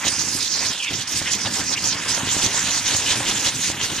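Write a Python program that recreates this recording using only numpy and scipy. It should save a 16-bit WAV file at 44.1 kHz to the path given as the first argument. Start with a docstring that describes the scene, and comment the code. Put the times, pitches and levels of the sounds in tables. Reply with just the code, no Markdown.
"""A small spinning firework burns afloat in a bowl of water, on a hard floor indoors.
From the start its jet hisses with a shifting hollow colour and surges as it turns; under it the
flame roars, and gas escaping through the water sputters and pops. From 0.3 s to 2 s the jet narrows
at times to a breathy, mostly falling squeal where it skims the water. Hiss, roar and pops go on
through the rest of the 4 s, the jet drifting from the right to about the middle."""
import sys
import numpy as np
from scipy import signal
from scipy.fft import rfft, irfft, next_fast_len
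from scipy.io import wavfile
from scipy.ndimage import uniform_filter1d, map_coordinates

SR = 44100
rng = np.random.default_rng(int(sys.argv[2]) if len(sys.argv) > 2 else 0)


def digitize_waveform(pressure):
    """Quantize a signal to 16-bit integers and store it at the path in sys.argv[1].

    Rows of a 2-D input are taken as channels; values are limited to [-1, 1].
    """
    field = np.atleast_2d(pressure).T
    bounded = np.clip(field, -1, 1)
    quanta = np.round(bounded * 32767).astype(np.int16)
    wavfile.write(sys.argv[1], SR, quanta)


N = 176400

# jet surges (centre [s], length [s], hiss [dB], rasp [dB])
JET_SURGES = [(0.071, 0.047, -20, -24.5), (0.209, 0.034, -22.5, -48), (.373, 0.14, -28.5, -35.5),
              (0.658, 0.038, -24.5, -35), (0.926, 0.046, -36, -29), (1.183, 0.045, -21.5, -37.5),
              (1.338, 0.044, -23, -31), (1.465, 0.023, -42, -22.5), (1.582, 0.081, -23.5, -39),
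              (1.715, 0.097, -29.5, -54), (1.872, 0.049, -24, -33), (2.133, 0.076, -22.5, -56),
              (2.29, 0.052, -27, -27.5), (2.371, 0.087, -19.5, -35), (2.452, 0.051, -20.5, -21),
              (2.6, 0.11, -26, -39), (2.692, 0.051, -25, -25.5), (2.764, 0.064, -23.5, -34),
              (2.915, 0.093, -26, -24.5), (2.987, 0.046, -24, -33.5), (3.1, 0.069, -22.5, -25),
              (3.301, 0.062, -26, -23), (3.39, 0.056, -26.5, -33.5), (3.476, 0.053, -25, -21),
              (3.673, 0.098, -23, -29.5), (3.852, 0.042, -25, -25)]
# water choking the nozzle (centre [s], length [s], loss [dB])
JET_LULLS = [(0.027, 0.093, 6.5), (0.49, 0.019, 4), (0.795, 0.079, 4), (.883, 0.049, 8), (1.058, 0.035, 12),
             (1.757, 0.02, 16), (1.99, 0.068, 6), (2.247, 0.045, 1.5), (2.844, 0.017, 1),
             (3.764, 0.078, 5.5)]
# band cancelled by the echo off the water (time [s], centre [Hz], depth [dB])
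ECHO_NOTCH = [(.12, 3760, 2.5), (.45, 3060, 6), (.95, 2680, 1.5), (1.65, 2900, 4), (2.05, 4300, 4),
              (2.24, 5200, 7), (2.4, 4960, 4.5)]
# bursting gas pockets (time [s], thump [dB], crack [dB])
GAS_POPS = [(.050, -24, -16), (.068, -20, -17), (1.217, -21, -16.5), (1.464, -19, -16.5),
            (1.473, -21, -17.5), (2.178, -21, -15), (2.273, -16.5, -32), (2.367, -14.5, -20),
            (2.544, -23, -16.5), (2.949, -19, -14.5), (3.206, -20, -14.5), (3.701, -17, -17.5)]
# jet skimming the water (start [s], length [s], first [Hz], last [Hz], level [dB], bandwidth / pitch)
SKIM_SQUEALS = [(0.332, 0.063, 10500, 10000, -35, 0.18), (0.402, 0.079, 4410, 3830, -27.5, 0.21),
                (0.505, .095, 5420, 4670, -25.5, 0.22), (0.694, 0.1, 3530, 3310, -31, .25),
                (0.792, .11, 3050, 2424, -26.5, .17), (0.869, 0.04, 3490, 3380, -30.5, 0.068),
                (1.257, .058, 2550, 2417, -26.5, 0.4), (1.723, 0.03, 5210, 4480, -21.5, 0.35),
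                (1.753, 0.03, 2310, 2710, -26, 0.196), (1.867, .085, 6270, 4160, -24.5, 0.29)]

# envelopes, hiss and rasp between surges (time [s], relative level [dB])
HISS_ENVELOPE = [(0, -28.5), (.55, -29.5), (1.6, -31), (3.3, -26.5), (3.55, -30.5), (4, -31.5)]
RASP_ENVELOPE = [(0, -46), (.6, -33.5), (.95, -34), (1.6, -35.5), (2.4, -34), (3.5, -36), (4, -28.5)]
FIZZ_ENVELOPE = [(0, 6.5), (.35, 3.5), (1.07, -8), (1.12, 14), (1.25, -7), (3.3, 5)]
ROAR_ENVELOPE = [(.06, -32.5), (.12, -35), (.48, -39), (.66, -31.5), (.74, -37.5), (1.1, -37.5),
                 (1.3, -35.5), (1.7, -35.5), (2.2, -32), (2.8, -32), (3.2, -31), (3.55, -36), (3.78, -35),
                 (3.85, -35.5), (4, -37.5)]
SPUTTER_ENVELOPE = [(0, -38), (.06, -24), (.13, -39), (.35, -29), (.46, -45), (.65, -31.5), (.75, -46),
                    (.85, -50), (.94, -29), (1.06, -45.5), (1.12, -34.5), (1.38, -38.5), (1.47, -30.5),
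                    (1.8, -34), (2.3, -34), (2.7, -35.5), (3.24, -31.5), (3.45, -36), (3.72, -32.5),
                    (4, -37.5)]

# source spectra (frequency [Hz], relative level [dB])
HISS_SPECTRUM = [(1800, -20), (3100, -18.5), (4000, -8.5), (4900, 1), (5700, 1), (6600, 0), (7400, -4),
                 (8800, -11), (15200, -32.5)]
RASP_SPECTRUM = [(1200, -11.5), (2400, -6.5), (3000, -0.5), (3700, -1), (4500, -3), (5600, -17.5),
                 (9000, -53)]
FIZZ_SPECTRUM = [(5000, -32), (8500, 8), (11000, -5.5), (15200, -10.5)]
ROAR_SPECTRUM = [(200, -20), (420, -3), (720, -2), (1030, 3.5), (1250, -1), (1500, 3), (2500, 2.5),
                 (3900, -1.5), (8000, -40)]
SPUTTER_SPECTRUM = [(20, -44), (60, -10), (110, 0), (155, -4.5), (205, -1), (330, -5), (480, -15),
                    (2500, -37)]
THUMP_SPECTRUM = [(25, -16), (100, -2), (270, -4), (600, -12.5), (4000, -48)]
CRACK_SPECTRUM = [(150, -24), (550, 9), (2200, -1), (9000, -52)]

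# stereo likeness (frequency [Hz], left-right correlation [0..1])
COHERENCE = [(100, 1), (270, 0.99), (500, 0.48), (730, 0.69), (1200, 0.93), (3300, 0.87), (5500, 0.48),
             (9000, 0.1)]
# stereo balance (frequency [Hz], left minus right [dB])
BALANCE = [(200, 0), (500, -3.5), (1100, -0.3), (4000, -1), (6500, -6), (9700, -1.8)]

TIME_S = np.arange(N) / SR


def amp(db):
    """Decibels to gain."""
    return 10 ** (np.asarray(db) / 20)


def unit(x):
    """Scale to rms 1."""
    return x / np.sqrt(np.mean(x ** 2) + 1e-20)


def at_hz(points, hz):
    """Interpolate (frequency [Hz], value) on a log axis."""
    knots_hz, values = np.transpose(points)
    return np.interp(np.log(hz + 1), np.log(knots_hz + 1), values)


def curve(points):
    """Interpolate (time [s], value) per sample."""
    return np.interp(TIME_S, *np.transpose(points))


def wobble(knots_per_s):
    """Smooth random curve."""
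    return map_coordinates(rng.standard_normal(N // 4), [TIME_S * knots_per_s + 2], mode="mirror")


def swell(centre_s, length_s):
    """Steep-sided hump of height 1; rises slower than it falls."""
    lean, steepness = 0.16, 6.2
    offset = 2 * (TIME_S - centre_s) / length_s
    distance = np.abs(offset * (1 + lean * np.sign(offset)))
    return .5 ** (np.minimum(distance, 2) ** steepness)


def filtered(x, response):
    """Apply a complex frequency response."""
    size = next_fast_len(N + SR // 2)
    return irfft(rfft(x, size) * response(np.fft.rfftfreq(size, 1 / SR)), size)[..., :N]


def coloured(x, spectrum):
    """Minimum-phase filter of the given spectrum."""
    def response(hz):
        cepstrum = irfft(np.log(amp(at_hz(spectrum, hz))))
        half = len(cepstrum) // 2
        return np.exp(rfft(np.r_[cepstrum[0], 2 * cepstrum[1:half], np.zeros(half)]))
    return filtered(x, response)


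def turbulence(spectrum, flutter_db, flutter_per_s, patchy_db=3.0):
    """Two independent noises, rms 1, that flutter and shift colour together."""
    bins = signal.stft(rng.standard_normal((2, N)), nperseg=256)[2]
    patches = uniform_filter1d(rng.standard_normal(bins.shape[1:]), size=9, axis=0)
    patches = uniform_filter1d(patches, size=14, axis=1)
    noise = signal.istft(bins * amp(patchy_db * unit(patches)), nperseg=256)[1][:, :N]
    return unit(coloured(noise * amp(flutter_db * wobble(flutter_per_s)), spectrum))


def impulses(per_s, spread_db):
    """Randomly timed impulses of scattered size; two channels, rms 1."""
    hits = rng.random(N) < per_s / SR
    signs = rng.choice([-1, 1], (2, N))
    return unit(hits * signs * amp(spread_db * np.clip(rng.standard_normal(N), -2, 2)))


def jet_gains():
    """Hiss, rasp and spit gains: the jet surges as it turns and dips as water chokes it."""
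    hiss_power, spit_power = amp(curve(HISS_ENVELOPE) + 2) ** 2, np.zeros(N)
    for centre_s, length_s, hiss_db, rasp_db in JET_SURGES:
        hump = swell(centre_s, length_s)
        hiss_power += hump * amp(hiss_db) ** 2
        spit_power += hump * amp(rasp_db) ** 2
    choke_db = sum(loss_db * swell(centre_s, length_s) for centre_s, length_s, loss_db in JET_LULLS)
    gains = np.array([np.sqrt(hiss_power), amp(curve(RASP_ENVELOPE)), np.sqrt(spit_power)])
    return amp(-choke_db) * gains


def water_echo(x):
    """The echo off the water cancels one band, which moves as the firework drifts."""
    half_width_oct = 0.14
    hz, frame_s, bins = signal.stft(x, SR, nperseg=512)
    knots_s, centre_hz, depth_db = np.transpose(ECHO_NOTCH)
    offset_oct = np.log2((hz[:, None] + 1) / np.interp(frame_s, knots_s, centre_hz))
    loss_db = np.interp(frame_s, knots_s, depth_db) * .5 ** ((offset_oct / half_width_oct) ** 2)
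    return signal.istft(bins * amp(-loss_db), nperseg=512)[1][:, :N]


def jet():
    """The nozzle hisses, fizzes and throws crackling sparks; surges spit a lower rasp."""
    hiss_gain, rasp_gain, spit_gain = jet_gains()
    sparks = amp(-10.5) * unit(coloured(impulses(per_s=170, spread_db=0.5), HISS_SPECTRUM))
    fizz_db = curve(FIZZ_ENVELOPE) - 43.5 + 0.85 * wobble(knots_per_s=16)
    fizz_gain = amp(fizz_db) * unit(hiss_gain) ** 0.31  # loosely follows the hiss
    fizz = fizz_gain * turbulence(FIZZ_SPECTRUM, flutter_db=-0.5, flutter_per_s=210, patchy_db=5.5)
    rasp = rasp_gain * turbulence(RASP_SPECTRUM, flutter_db=2.0, flutter_per_s=250)
    spits = spit_gain * turbulence(RASP_SPECTRUM, flutter_db=2.0, flutter_per_s=250)
    hiss = turbulence(HISS_SPECTRUM, flutter_db=1.37, flutter_per_s=160)
    return water_echo(hiss_gain * (hiss + sparks) + rasp) + spits + fizz


def flame(puffs):
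    """Roar roughened by gas puffs; its low end fills out as the flame strengthens."""
    body_hz = 880
    strength = amp(curve(ROAR_ENVELOPE) + 2.5)
    rush = turbulence(ROAR_SPECTRUM, flutter_db=1.5, flutter_per_s=120)
    roar = unit(rush + amp(-12.0) * unit(coloured(puffs, ROAR_SPECTRUM)))
    body = filtered(roar, lambda hz: 1 / (1 + (hz / body_hz) ** 4))
    roar += body * (unit(strength) ** 0.97 - 1)
    return strength * water_echo(roar)


def sputter(puffs):
    """Irregular gas puffs thump in the water over a fluttering rumble."""
    thumps = unit(coloured(puffs, SPUTTER_SPECTRUM))
    rumble = amp(0.5) * turbulence(SPUTTER_SPECTRUM, flutter_db=5.5, flutter_per_s=48)
    return amp(curve(SPUTTER_ENVELOPE) - 2) * unit(thumps + rumble)


def pops():
    """Gas pockets burst, each with a dull thump and a short, wet crack."""
    crack_t60_s = 0.007
    impulse = signal.unit_impulse(N)
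    burst = 0.39 * rng.standard_normal(N) * amp(-60 * TIME_S / crack_t60_s)
    thump, crack = coloured(impulse, THUMP_SPECTRUM), coloured(impulse + burst, CRACK_SPECTRUM)
    thump, crack = thump / np.abs(thump).max(), crack / np.abs(crack).max()
    out = np.zeros(N)
    for start_s, thump_db, crack_db in GAS_POPS:
        start = round(start_s * SR)
        out[start:] -= (amp(thump_db) * thump + amp(crack_db) * crack)[:N - start]
    return out


def squeals():
    """A narrow, fluttering noise band glides as the jet skims the water."""
    out = np.zeros(N)
    for start_s, length_s, first_hz, last_hz, level_db, bandwidth in SKIM_SQUEALS:
        on = (TIME_S >= start_s) & (TIME_S < start_s + length_s)
        progress = (TIME_S[on] - start_s) / length_s
        cycles = np.cumsum(first_hz * (last_hz / first_hz) ** progress) / SR
        knots = rng.standard_normal((2, 2048))
        cos_gain, sin_gain = [map_coordinates(k, [cycles * 2 * bandwidth], mode="mirror") for k in knots]
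        band = cos_gain * np.cos(2 * np.pi * cycles) + sin_gain * np.sin(2 * np.pi * cycles)
        envelope = np.abs(np.sin(np.pi * progress)) ** 0.18
        out[on] += amp(level_db) * envelope * unit(band)
    return out * unit(amp(3.0 * wobble(knots_per_s=200)))


def spread(pair):
    """Two independent signals to left and right: alike in the bass, diffuse in the treble."""
    def weights(hz):
        angle_rad = np.arccos(np.clip(at_hz(COHERENCE, hz), -1, 1)) / 2
        return np.array([np.cos(angle_rad), np.sin(angle_rad)])
    mid, side = filtered(pair, weights)
    return np.array([mid + side, mid - side])


def room(x, t60_s):
    """Short tail from the hard floor and walls."""
    tail_s = np.arange(SR // 2) / SR
    tail = rng.standard_normal((2, len(tail_s))) * amp(-60 * tail_s / t60_s)
    return spread(signal.fftconvolve(x, tail / np.linalg.norm(tail[0]), axes=1)[:, :N])


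def reflection_db(hz):
    """A near reflection ripples the mid treble, differently left and right."""
    depth_db, low_hz, high_hz = 1, 1130, 6500
    spacing_hz = np.array([[2006], [2617]])
    band = 1 / (1 + (low_hz / (hz + 1)) ** 4) / (1 + (hz / high_hz) ** 4)
    return -depth_db * band * np.cos(2 * np.pi * hz / spacing_hz)


def scene():
    """The jet drifts in from the right above flame, sputter and pops, in a small reverberation."""
    start_pan_db, pan_db_per_s, left_lead_s = -3, 0.94, 25e-6
    side = np.array([[.5], [-.5]])  # left, right
    drift = amp(side * (start_pan_db + pan_db_per_s * TIME_S))
    nozzle = drift * spread(jet() + np.array([squeals(), squeals()]))
    puffs = impulses(per_s=260, spread_db=4.5)
    direct = nozzle + spread(flame(puffs) + sputter(puffs)) + pops()

    def placement(hz):
        gain = amp(side * at_hz(BALANCE, hz) + reflection_db(hz))
        return gain * np.exp(2j * np.pi * hz * left_lead_s * side)
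    return filtered(direct + amp(-11.5) * room(direct, t60_s=0.16), placement)


def record(dry):
    """Brick-wall low-pass."""
    top_hz = 15400
    return filtered(dry, lambda hz: hz < top_hz)


dry = scene()
out = record(dry)
digitize_waveform(out)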